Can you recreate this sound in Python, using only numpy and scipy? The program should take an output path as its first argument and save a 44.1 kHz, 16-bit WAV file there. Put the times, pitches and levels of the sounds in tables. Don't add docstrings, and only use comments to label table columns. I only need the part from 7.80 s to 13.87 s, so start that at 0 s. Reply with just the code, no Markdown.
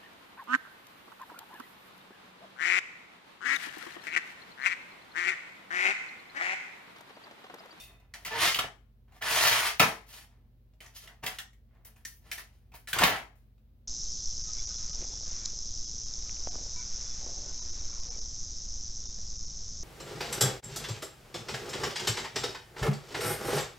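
import sys
import numpy as np
from scipy import signal
from scipy.fft import rfft, irfft
from scipy.io import wavfile
from scipy.ndimage import uniform_filter1d

SR = 44100
rng = np.random.default_rng(int(sys.argv[2]) if len(sys.argv) > 2 else 0)


def linear_from_db(decibels):
    return 10 ** (np.asarray(decibels, float) / 20)


def dump(signal):
    limited = np.clip(np.atleast_2d(signal).T, -1, 1)
    pcm = np.round(limited * 32767).astype(np.int16)
    wavfile.write(sys.argv[1], SR, pcm)


N = 267854
HZ = np.fft.rfftfreq(270000, 1 / SR) + 1


def on_log(table, hz):
    f, value = np.array(table)[:, 0], np.array(table)[:, 1]
    return np.interp(np.log(hz), np.log(f), value)


def causal(gain):
    fold = irfft(np.log(gain + 1e-9))
    half = len(fold) // 2
    fold[1:half] *= 2
    fold[half + 1:] = 0
    return np.exp(rfft(fold))


def shape(x, gain):
    return irfft(rfft(x, 2 * len(HZ) - 2) * gain)[..., :N]


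def unit(x):
    return x / np.sqrt(np.mean(x ** 2))


def bell(hz, centre_hz, width_hz):
    return 1 / np.sqrt(1 + ((hz ** 2 - centre_hz ** 2) / (hz * width_hz)) ** 2)


def split(hz, *edges_hz):
    below = [0 * hz] + [1 / (1 + (hz / edge) ** 6) for edge in edges_hz] + [1 + 0 * hz]
    return np.sqrt(np.diff(below, axis=0))


def walk(rate):
    hold = int(SR / rate)
    levels = rng.standard_normal(size=4096)
    steps = np.repeat(levels[:N // hold + 1], hold)
    return unit(uniform_filter1d(uniform_filter1d(steps, hold), hold)[:N])


def pan(x, db):
    return x * linear_from_db(np.array([[db], [-db]]) / 2)


# f/Hz, side minus mid level/dB
SIDE_SHARE = [(40, -9), (250, -10), (600, -3.5), (2000, 0), (5000, 0), (15000, 0)]


def ports(mid, side):
    return mid + shape(side, linear_from_db(on_log(SIDE_SHARE, HZ))) * np.array([[1], [-1]])


# f/Hz, rms level/dB
HUM = [(48.4, -59.5), (118.4, -67), (172.3, -82), (220.7, -79.5)]
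# f/Hz, level per Hz/dB
FLOOR = [(25, -20.5), (45, -3.5), (75, 6), (110, -3.5), (160, -13), (230, -7.5), (320, -19.5), (500, -20.5),
         (800, -30.5), (1500, -36.5), (4000, -40), (8000, -50.5), (13000, -42.5), (16000, -40)]
FLOOR_DB = -63.5


def background():
    t = np.arange(N) / SR
    hum = 0
    for hz, db in HUM:
        level = linear_from_db(db + 2 + 0.36 * walk(2))
        hum = hum + level * np.sin(2 * np.pi * hz * t + 0.5 * walk(4))
    air = shape(rng.standard_normal((2, N)), linear_from_db(on_log(FLOOR, HZ)))
    return hum + linear_from_db(FLOOR_DB) * unit(ports(*air))


# f/Hz, t60/s
ROOM = [(60, 0.15), (250, 0.35), (1000, .3), (3000, 0.23), (8000, 0.3), (15000, 0.053)]
ROOM_DB = -6
TABLE_DB, TABLE_S = -5, 0.016
LATE_DB, LATE_T60_S = -32, 0.59


def room(lead_us, size=24576):
    t, hz = np.arange(size) / SR, np.fft.rfftfreq(size, 1 / SR) + 1
    noise = rfft(rng.standard_normal((2, size)))
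    tail = 0
    for f in 50 * 2. ** np.arange(9):
        tail = tail + linear_from_db(-60 * t / on_log(ROOM, f)) * irfft(noise * bell(hz, f, 0.7 * f) ** 2)
    tail = unit(tail * (1 - np.exp(-t / 0.0015)))
    late = unit(irfft(noise[::-1] * bell(hz, 1000, 2000)) * linear_from_db(-60 * t / LATE_T60_S))
    bounces = rng.standard_normal((2, size)) * (rng.random((2, size)) < 0.15)
    early = unit(bounces * np.exp(-t / TABLE_S))
    answer = linear_from_db(ROOM_DB) * tail + linear_from_db(LATE_DB) * late + linear_from_db(TABLE_DB) * early
    mid, side = rfft(answer) / np.sqrt(size)
    delay_s = 8 / SR + 1e-6 * lead_us * np.array([[-0.5], [0.5]])
    direct = np.exp(-2j * np.pi * hz * delay_s)
    echo = direct + mid + side * linear_from_db(on_log(SIDE_SHARE, hz)) * np.array([[1], [-1]])
    even = uniform_filter1d(np.mean(abs(echo) ** 2, axis=0), size=110) ** -0.5
    return irfft(echo * causal(even)) * np.cos(np.pi / 2 * (t / t[-1]) ** 4) ** 2


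# f/Hz, level/dB, t60/s
BOWL = [(2040, -67, 0.95), (2555, -58, .7), (2780, -64.5, 0.41), (3620, -52, 0.48), (4310, -70, 0.63),
        (5620, -59, .2)]
FADE_DB, FADE_T60_S = -51., 0.35


def bowl(size=16384):
    t, hz = np.arange(size) / SR, np.fft.rfftfreq(size, 1 / SR) + 1
    noise = rfft(rng.standard_normal((2, size)))
    ring = 0
    for f, db, t60 in BOWL:
        ring = ring + linear_from_db(db - 60 * t / t60) * unit(irfft(noise * bell(hz, f, 125.0) ** 2))
    tail = unit(irfft(noise[::-1] * (bell(hz, 7900, 12000) + 2.6 * bell(hz, 620, 350))))
    fading = ring + linear_from_db(FADE_DB - 60 * t / FADE_T60_S) * tail
    fading = fading * np.cos(np.pi / 2 * (t / t[-1]) ** 4)
    return np.pad(fading, ((0, 0), (0, N - size)))


# f/Hz, level/dB, t60/s
TINKLE = [(13450, -42, .22), (15050, -46, .2)]
TINKLE_S = 5.295


def tinkle():
    t = np.maximum(np.arange(N) / SR - TINKLE_S, 0)
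    ring = 0
    for hz, db, t60 in TINKLE:
        ring = ring + linear_from_db(db - 60 * t / t60 + 3.0 * walk(150)) * np.sin(2 * np.pi * hz * t)
    return ring


# t/s, pitch f/Hz, level/dB
SQUEAK = [
    (0.505, 454.8, -46),
    (0.529, 427, -41),
    (0.549, 472.4, -45),
    (0.571, 459.6, -40),
    (0.6, 426, -58),
]
# multiple of the pitch, level/dB
SQUEAK_ORDERS = [(1, -4.5), (2, 1), (3, -16), (4, -2), (6, -11)]


def squeak():
    t, (s, hz, db) = np.arange(N) / SR, np.transpose(SQUEAK)
    pitch = np.interp(t, s, hz) * (1 + 0.012 * walk(300))
    phase = 2 * np.pi * np.cumsum(pitch) / SR
    gain = uniform_filter1d(linear_from_db(np.interp(t, s, db, -140, -140)), size=200)
    return linear_from_db(3.0) * gain * sum(linear_from_db(d) * np.sin(k * phase) for k, d in SQUEAK_ORDERS)


# t/s, peak level/dB, ring f/Hz, upper ring level/dB, crack level/dB
TICKS = [(0.449, -29.5, 2080, -16, -6), (0.744, -18, 1932, 6, -14), (0.788, -15.5, 1250, -6, -21.5),
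         (1.422, -25.5, 1793, -14, -17.5), (3.004, -39.5, 2098, -8, -14.5), (3.274, -40, 1900, -3, -18),
         (3.437, -35, 1630, -14, -5.5), (3.463, -21.5, 1980, -11, -10.5), (3.585, -26.5, 1742, -4, -13.5),
         (3.731, -57, 1910, -16, -7), (4.048, -50, 1980, -9, 6), (4.514, -25, 2120, -20, -12),
         (4.581, -36, 1777, -30, -14), (5.073, -33, 1760, -22.5, -8.5), (5.13, -17, 1552, -8, -10),
         (5.185, -15, 1480, -20, -22), (5.36, -32.5, 1344, -11, -20)]
# t/s, peak level/dB, ring f/Hz, upper ring level/dB, crack level/dB
KNOCKS = [(0.199, -56.5, 769, -25, -17), (0.516, -32.5, 843, -15, -27.5), (0.849, -39.5, 690, -13, -19.5),
          (1.321, -54, 791, -10, -9), (1.507, -22.5, 1050, -13.5, -16), (1.996, -6.5, 780, -10, -19),
          (1.999, -8, 1300, -8, -25), (2.029, -16, 754, -8.5, -18.5), (2.409, -50, 833, -12, -15.5),
          (3.006, -50, 610, -20, -25), (2.935, -65, 624, -22, -19), (3.949, -70, 597, -26, -26),
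          (4.16, -55, 900, -6, 0), (4.918, -52, 797, -5.5, -11), (4.939, -44, 936, -24, -15),
          (5.215, -21, 678, -13, -21.5), (5.235, -10.5, 772, -15, -19.5), (5.554, -64, 600, -9.5, -3.5),
          (5.779, -69, 759, -4, -27.5)]
# t/s, peak level/dB, ring f/Hz, upper ring level/dB, crack level/dB
BLADE_TICKS = [
    (0.338, -32.5, 1910, -16, -22),
    (3.061, -44, 1890, -11, -15),
    (4.25, -30, 1800, -9, -6),
]
TICK_UPPER_HZ, KNOCK_UPPER_HZ, BLADE_UPPER_HZ = 3110, 2500, 5900
CLICK_DB, CLICK_Q, CHATTER_MS, CLICK_BROAD_DB, THUMP_DB = -8, 9.3, 7.9, -22.5, -17.5


def clicks():
    out, size = np.zeros(N), 4096
    hz, t = np.fft.rfftfreq(size, 1 / SR) + 1, np.arange(size) / SR
    low, _, high = split(hz, 590, 3200)
    low = low * bell(hz, 190, 200) ** 2
    chatter = np.exp(-(1000 * t / CHATTER_MS) ** 3) * np.minimum(t / 0.00044, 1)
    rows = [(*row, TICK_UPPER_HZ) for row in TICKS]
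    rows += [(*row, KNOCK_UPPER_HZ) for row in KNOCKS]
    rows += [(*row, BLADE_UPPER_HZ) for row in BLADE_TICKS]
    for s, db, ring_hz, upper_db, crack_db, upper_hz in rows:
        burst = rfft(rng.standard_normal(size) * chatter)
        modes = bell(hz, ring_hz, ring_hz / CLICK_Q)
        modes = modes + linear_from_db(upper_db + 2.5) * bell(hz, upper_hz, upper_hz / CLICK_Q)
        modes = modes + linear_from_db(-6.5) * bell(hz, ring_hz, 55.)
        modes = modes * hz / np.hypot(hz, ring_hz) + linear_from_db(CLICK_BROAD_DB) * bell(hz, 3600, 4000)
        parts = [irfft(burst * causal(gain)) for gain in (modes, low, high)]
        ring, thump, crack = (part / np.sqrt(np.mean(part[:440] ** 2)) for part in parts)
        thump = thump * linear_from_db(THUMP_DB) * (1000 / ring_hz) ** 2.3
        i = int(s * SR)
        out[i:i + size] += linear_from_db(db + CLICK_DB) * (ring + thump + linear_from_db(crack_db) * crack)
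    return out


# t/s, effort level/dB, brightness level/dB
FIRST_PULL = [
    (0.455, -39.5, -0.5),
    (0.503, -50, -6.5),
    (0.513, -39, -16.5),
    (0.541, -42, -8.5),
    (0.582, -37, -6),
    (0.605, -31, 0),
    (0.68, -31.5, 2),
    (0.735, -47, 6),
]
FIRST_TEAR = [
    (0.755, -43, 7),
    (0.775, -44, 0.5),
    (0.8, -31, -7.5),
    (0.816, -43, -3),
    (0.832, -50, -5),
    (0.848, -36, -23),
    (0.88, -53, -20),
]
LONG_PULL = [
    (1.41, -57.5, -12),
    (1.42, -39, -4),
    (1.504, -31, -1),
    (1.592, -27, 0),
    (1.66, -27, 1),
    (1.8, -30, -3),
    (1.818, -34, -2),
    (1.89, -32, -3.5),
    (1.96, -57.5, -2.5),
]
LAST_TEAR = [
    (5.14, -35, -5),
    (5.156, -44, 0),
    (5.166, -32.5, -9),
    (5.183, -35, -8),
    (5.195, -29, -12),
    (5.239, -21, -13),
    (5.263, -27.5, -6),
    (5.361, -35.5, -16),
    (5.47, -66, -12),
]
# rumble, table boom, rasp, upper rasp, hiss,
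# sizzle level/dB
PULL_COLOURS = [
    (-23, -12, 4.5, 3, -12, -8.5),
    (-16, -10, 3.5, -1, -6, -6),
    (-21, -27, 0.4, -0.3, -6.5, -9.5),
    (-15, -13, 1.5, -4, -9, -5),
]
# t/s, rise/s, fall per 20 dB/s, peak level/dB, brightness level/dB
SLIDES = [(0.02, .09, .16, -63, -28), (.36, .075, .03, -61, -5), (1.305, .07, .04, -62, -3),
          (2.255, .04, .12, -66, 10), (2.29, .08, .065, -58, 8), (2.46, .06, .2, -73, -20),
          (3.134, .035, .08, -67, 19), (3.2, .035, .045, -72, 18), (3.2, .07, .07, -62, -26),
          (3.424, 0.015, .06, -39.5, -8), (3.5, .05, .05, -62, 5), (3.85, .11, 0.2, -70.5, -30),
          (4.055, 0.024, .07, -69, -14), (4.39, .115, 0.02, -61, -4), (4.92, .025, 0.04, -56, -12),
          (4.62, 0.047, 0.3, -76, -5.5)]
# t/s, fall per 20 dB/s, level/dB, brightness level/dB, extra sizzle level/dB
RATTLES = [(0.0, .1, -74, 21.5, 5), (.2, 0.16, -71, -20, 0), (.343, .08, -53, -4, -2),
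           (1.277, .1, -66, -24, 0), (2.008, 0.093, -20.5, -11, -3), (2.404, .05, -63, -4, 0),
           (3.01, .15, -56, -4, -2), (3.277, .1, -58, -16, 0), (3.47, .055, -40, -2, 1),
           (3.595, .036, -52, 2, -1), (4.05, .08, -73, 8, 16), (4.162, .12, -67, -8, 10),
           (4.256, .11, -69, 13, 14), (4.52, 0.0559, -53, 10, 2), (4.576, 0.0474, -46, -0.5, 2),
           (4.725, .1, -90, 10, 10), (4.94, .08, -62, 0, 12), (5.078, 0.0664, -47, 4, 2),
           (5.556, .15, -88, 8, 10)]
RATTLE_RISE_S = 0.005
# columns as for the pulls, level/dB
SLIDE_COLOUR = (-10, -3, 0.3, 0, -5, -4)
# columns as for the pulls, level/dB
RATTLE_COLOUR = (-24, -12, -1, 0, -2, -2)
BRIGHT_SHARE = (-.1, -.12, 0.39, 1.01, .9, .9)


def tint(colour, bright):
    bands_db = [c + k * bright for c, k in zip(colour, BRIGHT_SHARE)]
    return linear_from_db(np.array([0 * bright] + bands_db))


def contact():
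    t, gains = np.arange(N) / SR, np.zeros((7, N))
    for rows, colour in zip((FIRST_PULL, FIRST_TEAR, LONG_PULL, LAST_TEAR), PULL_COLOURS):
        s, db, bright = np.transpose(rows)
        now = slice(int(s[0] * SR), int(s[-1] * SR))
        effort = linear_from_db(np.interp(t[now], s, db))
        gains[:, now] += effort * tint(colour, np.interp(t[now], s, bright))
    strokes = [(*row, SLIDE_COLOUR) for row in SLIDES]
    for s, fall, db, bright, sizzle in RATTLES:
        colour = (*RATTLE_COLOUR[:-1], RATTLE_COLOUR[-1] + sizzle)
        strokes.append((s, RATTLE_RISE_S, fall, db, bright, colour))
    for s, rise, fall, db, bright, colour in strokes:
        i = int(s * SR)
        since = t[:min(SR, N - i)]
        fading = linear_from_db(db - 20 * np.maximum(since - rise, 0) / fall)
        swell = np.minimum(since / rise, 1) ** 1.5 * fading
        gains[:, i:i + SR] += tint(colour, bright)[:, None] * swell
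    return uniform_filter1d(gains, size=200)


# f/Hz, level per Hz/dB
PEEL = [(24, -37), (40, 0.5), (172, -10.5), (226, -14), (469, -9.5), (519, -15.5), (684, -4.5),
        (1530, -8.5), (2120, -8), (2860, -9), (4390, -12.5), (8020, -13.5), (9320, -8), (15000, -6.5),
        (16200, -12)]
# f/Hz, width f/Hz, level/dB (all are driven alike)
SHELL = [(1790, 79, 0), (2050, 47, 0), (3120, 45, -2), (4450, 78, -5), (5140, 61, -7), (5960, 28, -10),
         (6830, 99, -10), (9500, 96, -11), (11500, 53, -14), (15790, 61, -14)]
SHELL_DB, GRAIN_DB = -4.5, 1.3


def rubs():
    slips = rng.standard_normal(N) * (rng.random(N) < 0.3) * linear_from_db(GRAIN_DB * rng.exponential(size=N))
    shell = 1 + linear_from_db(SHELL_DB) * sum(bell(HZ, hz, 1.2 * width + 0.03 * hz) for hz, width, _ in SHELL)
    voice = causal(linear_from_db(on_log(PEEL, HZ)) * shell)
    bands = shape(slips, voice * split(HZ, 45, 130, 500, 1600, 3300, 5700, 10500)[1:])
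    rumble, low, body, *upper = (unit(band) * linear_from_db(1.4 * walk(110)) for band in bands)
    hesitation = linear_from_db(-5.0 + 1.3 * walk(260) + 0.46 * walk(30))
    return hesitation * np.sum(contact() * [body, rumble, low, *upper], axis=0)


SPOTS, SPOT_S = 3, 0.1
LEFT_LEAD_US, LEAD_SPREAD_US, PAN_DB = 40., 25., -0.36


def scene():
    hands = rubs() + clicks() + squeak() + tinkle()
    size = 2 * len(HZ) - 2
    place, heard = np.arange(N) / SR / SPOT_S, 0
    for spot in range(SPOTS):
        away = abs((place - spot + SPOTS / 2) % SPOTS - SPOTS / 2)
        share = np.cos(np.pi / 2 * np.clip(away, 0, 1))
        answer = room(LEFT_LEAD_US + LEAD_SPREAD_US * (spot - 1))
        heard = heard + rfft(share * hands, size) * rfft(answer, size)
    return pan(irfft(heard)[:, :N], PAN_DB) + bowl() + background()


def band_limit(x):
    return signal.sosfilt(signal.butter(12, 16800, fs=SR, output="sos"), x)


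TOP_HZ, TOP_DB, RIGHT_TOP_DB = 16000, -28, -5.


def record(dry):
    top = 1 / (1 + (11000 / HZ) ** 8)
    cut = linear_from_db(TOP_DB * (HZ > TOP_HZ)) / np.sqrt(1 + (40 / HZ) ** 8)
    balance = linear_from_db(np.outer([-0.5, 0.5], RIGHT_TOP_DB * top))
    mix = shape(dry, cut * balance)
    return band_limit(mix)


dry = scene()
out = record(dry)
dump(out)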